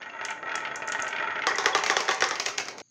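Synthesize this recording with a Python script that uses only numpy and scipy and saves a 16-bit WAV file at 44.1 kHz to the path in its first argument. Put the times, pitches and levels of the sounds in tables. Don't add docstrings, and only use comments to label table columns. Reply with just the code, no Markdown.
import sys
import numpy as np
from scipy import signal
from scipy.fft import rfft, irfft, next_fast_len
from scipy.io import wavfile
from scipy.ndimage import map_coordinates

SR = 44100
rng = np.random.default_rng(int(sys.argv[2]) if len(sys.argv) > 2 else 0)


def transcribe(signal):
    frames = np.atleast_2d(signal).T
    limited = np.clip(frames, -1, 1)
    pcm = np.round(limited * 32767).astype(np.int16)
    wavfile.write(sys.argv[1], SR, pcm)


N = 127890

# pitch_hz, level_db, fade_s (the time to fade by 60 dB)
RAMP_TONES = [(408, -12, 0.077), (633, -10.5, 0.11), (884, -8.5, 0.26), (916, -9, 0.065), (1308, -7, 0.14),
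              (1334.4, -2, 0.1), (1460.5, -4.5, 0.12), (1543, -3, 0.048), (1894, 1.5, 0.069),
              (1864, -13.5, 0.13), (2150, -14, 0.068), (2170, -5, 0.0078), (2423, -7.5, 0.04),
              (2752, -12, 0.063), (3324, -13.5, 0.051)]
# pitch_hz, level_db
WOOD_COLOUR = [(40, -46.5), (200, -38), (400, -18), (700, 6), (1080, -7.5), (1400, 4.5), (2100, 6),
               (3200, -17), (4000, -26.5), (5500, -32), (6600, -17), (8000, -40.5), (16000, -47.5)]
# pitch_hz, level_db
THUD_COLOUR = [(40, -27), (120, -21.5), (250, -20.5), (400, -4.5), (800, -5), (1200, -3.5), (1850, -3.5),
               (2400, -4.5), (4000, -10.5), (16000, -29.5)]
WOOD_FADE_S, THUD_FADE_S = 0.055, 0.025
RAMP_DETUNE = 0.007


def amp(db):
    return 10 ** (np.asarray(db) / 20)


def at_pitch(points, hz):
    pitches, values = np.transpose(points)
    return np.interp(np.log(hz + 1), np.log(pitches + 1), values)


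def loudness(points):
    return amp(np.interp(np.arange(N) / SR, *np.transpose(points)))


def normed(x):
    return x / np.sqrt(np.sum(x ** 2) + 1e-20)


def fade(t, fade_s):
    return np.exp(-np.log(1000) * t / fade_s)


def wobble(per_s):
    return map_coordinates(rng.standard_normal(size=1024), [np.arange(N) * per_s / SR], mode="wrap")


def pulse(colour, size=4096):
    cepstrum = irfft(np.log(amp(at_pitch(colour, np.fft.rfftfreq(size, 1 / SR)))))
    cepstrum[1:size // 2] *= 2
    cepstrum[size // 2 + 1:] = 0
    return irfft(np.exp(rfft(cepstrum)))


def burst(colour, fade_s, size=4096):
    crack = normed(rng.standard_normal(size) * fade(np.arange(size) / SR, fade_s))
    crack[0] += amp(-8.5)
    return normed(signal.fftconvolve(crack, pulse(colour))[:size])


def all_round(colour, fade_s):
    return normed(pulse(colour))


def ring(tones, scatter_db, detune):
    t = np.arange(SR // 4) / SR
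    hz, db, fade_s = np.transpose(tones)[:, :, None]
    hz = hz * np.exp(detune * rng.standard_normal(hz.shape))
    gain = amp(db + scatter_db * rng.standard_normal(hz.shape)) * rng.choice([-1, 1], hz.shape)
    return normed(np.sum(gain * np.sin(2 * np.pi * hz * t) * fade(t, fade_s), axis=0))


def add(track, start_s, db, sound):
    start = int(np.clip(round(start_s * SR), 0, N - 1))
    part = sound[:N - start]
    track[start:start + len(part)] += amp(db) * np.sqrt(.002 * SR) * part


def hiss():
    # pitch_hz, level_db
    colour = [(25, -19.5), (150, 3), (400, -14), (3500, -18), (4700, -5), (5600, -27), (6500, 11),
              (7600, -14.5), (16000, -23.5)]
    noise = signal.fftconvolve(rng.standard_normal(N), pulse(colour))[:N]
    return amp(-62) * normed(noise) * np.sqrt(N)


def rumble():
    # pitch_hz, level_db
    colour = [(25, 12), (60, -19), (125, -0.5), (190, -4), (270, 4.5), (420, 3.5), (650, 6), (1100, 1),
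              (4000, -78.5)]
    # time_s, level_db
    levels = [(0, -49.5), (.2, -50.5), (.45, -44.5), (.7, -43), (1.1, -44.5), (1.9, -44.5), (2.4, -51),
              (2.8, -43)]
    return signal.fftconvolve(rng.standard_normal(N) * loudness(levels), normed(pulse(colour)))[:N]


def room_echo(x, pieces=24, build_s=0.0016):
    # pitch_hz, fade_s
    fades = [(150, 0.26), (1000, 0.45), (5000, 0.3), (15000, 0.24)]
    out, step = np.zeros(N + SR), N // pieces + 1
    for start in range(0, N, step):
        hz, t, noise = signal.stft(rng.standard_normal(SR // 2), SR, nperseg=256)
        shape = fade(t, at_pitch(fades, hz)[:, None]) * (1 - np.exp(-t / build_s))
        tail = normed(signal.istft(noise * shape, SR, nperseg=256)[1])
        echo = signal.fftconvolve(x[start:start + step], tail)
        out[start:start + len(echo)] += echo
    return out[:N]


def wall_echoes(x):
    # delay_s, level_db
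    echoes = [(.0045, -27), (0.0198, -25.5), (0.0216, -24), (.027, -15.5)]
    return sum(amp(db) * np.pad(x, (round(delay_s * SR), 0))[:N] for delay_s, db in echoes)


def chirps(rise_s=0.0032):
    # start_s, pitch_hz, level_db
    skids = [(1.547, 1975, -20), (1.729, 3355, -24.5)]
    out, t = np.zeros(N), np.arange(SR // 10) / SR
    for start_s, hz, db in skids:
        add(out, start_s, db, normed(t * np.exp(-t / rise_s) * np.sin(2 * np.pi * hz * t)))
    return out


def rolling(marbles=6, bumps_per_s=400):
    # time_s, level_db
    levels = [(0, -48), (.03, -39.5), (.17, -45), (.22, -35.5), (.32, -38.5), (.35, -53), (.42, -52),
              (0.461, -33), (.68, -40.5), (.75, -38.5), (0.861, -40), (0.949, -38), (1.299, -34),
              (1.6, -36.5), (2.0, -38.5), (2.3, -44), (2.45, -54), (2.799, -56.5)]
    out = np.zeros(N)
    for _ in range(marbles):
        bumps = (rng.random(N) < bumps_per_s / marbles / SR) * rng.choice([-1, 1], N)
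        size_db = 9 * (2 * rng.random(N) - 1)
        sway_db = 3.5 * wobble(per_s=45)
        force = normed(bumps * amp(size_db + sway_db)) * np.sqrt(N / marbles) * loudness(levels)
        out += amp(2) * signal.fftconvolve(force, ring(RAMP_TONES, scatter_db=5, detune=RAMP_DETUNE))[:N]
        out += amp(-6.5) * signal.fftconvolve(force, burst(WOOD_COLOUR, WOOD_FADE_S))[:N]
    return out


def knocks(touches=3, rebound_s=0.0032, rebound_loss_db=4.5):
    # start_s, tap_db, body_db
    hits = [(0.0186, -31, -43), (0.0269, -30, -37), (0.0601, -46, -32), (0.0986, -36, -43),
            (0.1496, -46, -32.5), (0.167, -46, -37.5), (0.192, -44, -36.5), (0.2125, -29, -26.5),
            (0.2513, -25, -30), (0.2849, -27.5, -32), (0.3092, -28.5, -30), (0.3234, -34, -32.5),
            (0.3765, -47, -36.5), (0.4288, -45, -28.5), (0.4718, -43, -31), (0.4944, -31, -27),
            (0.5178, -26.5, -41), (0.5531, -27, -24), (0.5786, -28, -39), (0.6045, -32, -31),
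            (0.6509, -23, -31.5), (0.6728, -30, -27.5), (0.7126, -34, -27), (0.8214, -30.5, -26.5),
            (0.8806, -35, -25.5), (0.8984, -41, -24), (0.9208, -21, -29), (0.9488, -27, -22),
            (0.994, -31.5, -22.5), (1.0451, -40.5, -28), (1.0673, -27.5, -29.5), (1.1074, -31.5, -35),
            (1.1283, -25.5, -39.5), (1.1628, -23.5, -33), (1.1842, -28, -25.5), (1.199, -28.5, -27.5),
            (1.2251, -28.5, -23.5), (1.2434, -32, -29), (1.2735, -33, -25.5), (1.3064, -31.5, -27.5),
            (1.3568, -27.5, -31.5), (1.3825, -37.5, -34), (1.3918, -30.5, -25.5), (1.4202, -23.5, -44.5),
            (1.437, -27, -24)]
    # pitch_hz, level_db
    tap_colour = [(300, -31.5), (1200, -15), (2000, -1.5), (2900, 1), (3800, -10.5), (5500, -17),
                  (7000, -27), (9000, -37.5), (16000, -39)]
    ping_hz, ping_fade_s = 2085, .032
    out = np.zeros(N)
    for start_s, tap_db, body_db in hits:
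        add(out, start_s, body_db + 3.5, ring(RAMP_TONES, scatter_db=3, detune=RAMP_DETUNE))
        add(out, start_s, tap_db, ring([(ping_hz, 0, ping_fade_s)], scatter_db=0, detune=.15))
        for k in range(touches):
            touch_s = start_s + k * rebound_s * (.5 + rng.random())
            loss_db = k * rebound_loss_db
            add(out, touch_s, body_db - loss_db - 5, burst(WOOD_COLOUR, WOOD_FADE_S))
            add(out, touch_s, tap_db - loss_db - 4, burst(tap_colour, fade_s=0.025))
    return out


def clicks(crack):
    # start_s, level_db
    hits = [(0.25, -19), (0.3056, -25.5), (0.5554, -18), (0.7582, -21), (0.8757, -25), (0.8871, -24.5),
            (0.9207, -18.5), (1, -29), (1.0222, -19.5), (1.0802, -26.5), (1.0881, -30.5), (1.557, -25.5),
            (1.6377, -33.5), (1.7082, -37), (2.1455, -23), (2.2883, -20)]
    # pitch_hz, level_db
    colour = [(300, -29), (2000, -22), (4200, -12.5), (6000, 2), (7400, 9), (9000, 4), (16000, -7)]
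    out = np.zeros(N)
    for start_s, db in hits:
        add(out, start_s, db + 2, crack(colour, fade_s=0.016))
    return out


def through_floor(x, size=4096):
    travel_s = 0.004001
    hz = np.clip(np.fft.rfftfreq(size, 1 / SR), 200, 2500)
    lag_s = travel_s * (np.sqrt(1000 / hz) - np.sqrt(1000 / hz[-1]))
    return irfft(rfft(x, size) * np.exp(-2j * np.pi * np.cumsum(lag_s) * SR / size))


def cart(crack):
    # start_s, clack_db, body_db
    hits = [(1.775, -18, -38), (1.787, -25.5, -23), (1.837, -15.5, -16.5), (1.8627, -13.5, -16),
            (1.909, -14.5, -42), (2.0048, -14.5, -21), (2.054, -26.5, -30), (2.111, -13.5, -21),
            (2.2067, -16.5, -19), (2.356, -21, -24), (2.3985, -11.5, -19.5), (2.457, -23.5, -31),
            (2.4617, -11.5, -16.5), (2.484, -17.5, -22), (2.578, -23, -38), (2.582, -11.5, -16.5),
            (2.599, -23.5, -25.5), (2.655, -28, -41), (2.684, -20, -25.5), (2.782, -26, -33),
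            (2.801, -29, -39)]
    # pitch_hz, level_db
    clack_colour = [(100, -17), (1000, -7.5), (2000, -33), (3000, -2.5), (3600, -9.5), (4300, -2),
                    (5800, 1.5), (7000, -1), (16000, -2.5)]
    # pitch_hz, level_db, fade_s
    basket_tones = [(420.3, -7, 0.16), (742, -8.5, 0.11), (1055, -9, 0.05), (1915, 1.5, 0.047),
                    (2183, -3.5, 0.16), (2380, -1.5, 0.066), (2470, -9.5, 0.17), (2630, -8, 0.18)]
    out = np.zeros(N)
    for start_s, clack_db, body_db in hits:
        add(out, start_s, clack_db - 1, crack(clack_colour, fade_s=0.02))
        add(out, start_s, body_db - 1.5, through_floor(burst(THUD_COLOUR, THUD_FADE_S)))
        add(out, start_s, body_db - 4.5, ring(basket_tones, scatter_db=-0.5, detune=0.0253))
    return out


def floor_flex(rest_hz=929.5, sag_s=.022, swell_s=0.012, detune=0.0253):
    t = np.arange(SR // 5) / SR
    hz = rest_hz * (1 + .45 * np.exp(-t / sag_s)) * np.exp(detune * rng.standard_normal())
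    swell = 1 - np.exp(-(t / swell_s) ** 2)
    return normed(np.sin(2 * np.pi * np.cumsum(hz) / SR) * swell * fade(t, fade_s=.1))


def truck(crack):
    # start_s, clack_db, thud_db
    hits = [(1.4689, -9.5, -17), (1.5841, -10, -22), (1.6422, -25, -29), (1.6592, -8.5, -16.5),
            (1.7497, -8, -16.5), (1.899, -12, -18), (1.967, -8.5, -19.5), (2.082, -18, -26),
            (2.0899, -15, -17.5), (2.2223, -11.5, -18), (2.2409, -9.5, -33), (2.310, -15, -24.5)]
    # pitch_hz, level_db
    clack_colour = [(100, -12), (400, -21), (1200, 0.5), (2000, 7), (2800, 4), (3500, 9), (4300, 3.5),
                    (5500, 11.5), (6700, 6), (16000, -0.5)]
    # pitch_hz, level_db
    slap_colour = [(40, -30), (250, -21), (420, 4.5), (580, -5), (720, -4), (950, -3.5), (1200, -7.5),
                   (1500, 2.5), (1850, 1), (2500, -15.5), (4000, -21.5), (16000, -53.5)]
    # pitch_hz, level_db, fade_s
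    tub_tones = [(360, -28, 0.11), (399, -10.5, 0.12), (494, -32, 0.1), (538, -11.5, 0.16),
                 (615, -14, 0.13), (770.5, 0, 0.19), (856, -5, 0.17), (1068, -6.5, 0.058),
                 (1109, -4, 0.038), (1188, 2, 0.039), (1862, 7, 0.029), (2046, 1.5, 0.028),
                 (3396, 0.5, 0.035)]
    out = np.zeros(N)
    for start_s, clack_db, thud_db in hits:
        add(out, start_s, clack_db - 5, crack(clack_colour, fade_s=0.018))
        add(out, start_s, thud_db + 4.5, through_floor(normed(pulse(slap_colour))))
        add(out, start_s, thud_db - 0.5, burst(THUD_COLOUR, THUD_FADE_S))
        add(out, start_s, thud_db - 1.5, floor_flex())
        add(out, start_s, thud_db + 2, ring(tub_tones, scatter_db=3, detune=0.016))
    return out


def scene(cut_s=2.818):
    ramp = rolling() + knocks() + chirps()
    toys = truck(burst) + cart(burst)
    toys_all_round = truck(all_round) + cart(all_round)
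    echo = room_echo(amp(-7) * ramp + amp(-8) * clicks(all_round) + amp(-4) * toys_all_round)
    sound = rumble() + ramp + clicks(burst) + toys + wall_echoes(toys) + echo
    return (sound * (np.arange(N) / SR < cut_s) + hiss())[None]


def record(dry, ceiling=.6, top_hz=16600):
    # pitch_hz, level_db
    colour = [(20, -34), (100, -3), (220, -2.5), (350, -2), (6600, -3), (7400, -13), (8200, -22),
              (10500, -31), (14000, -38.5), (14900, -23), (15500, -31.5), (16000, -46)]
    dulled = signal.fftconvolve(dry, pulse(colour)[None], axes=1)
    rounded = dulled / (1 + (dulled / ceiling) ** 6) ** (1 / 6)
    size = next_fast_len(rounded.shape[1])
    passes = np.fft.rfftfreq(size, 1 / SR) < top_hz
    return irfft(rfft(rounded, size) * passes, size)[:, :N]


dry = scene()
out = record(dry)
transcribe(out)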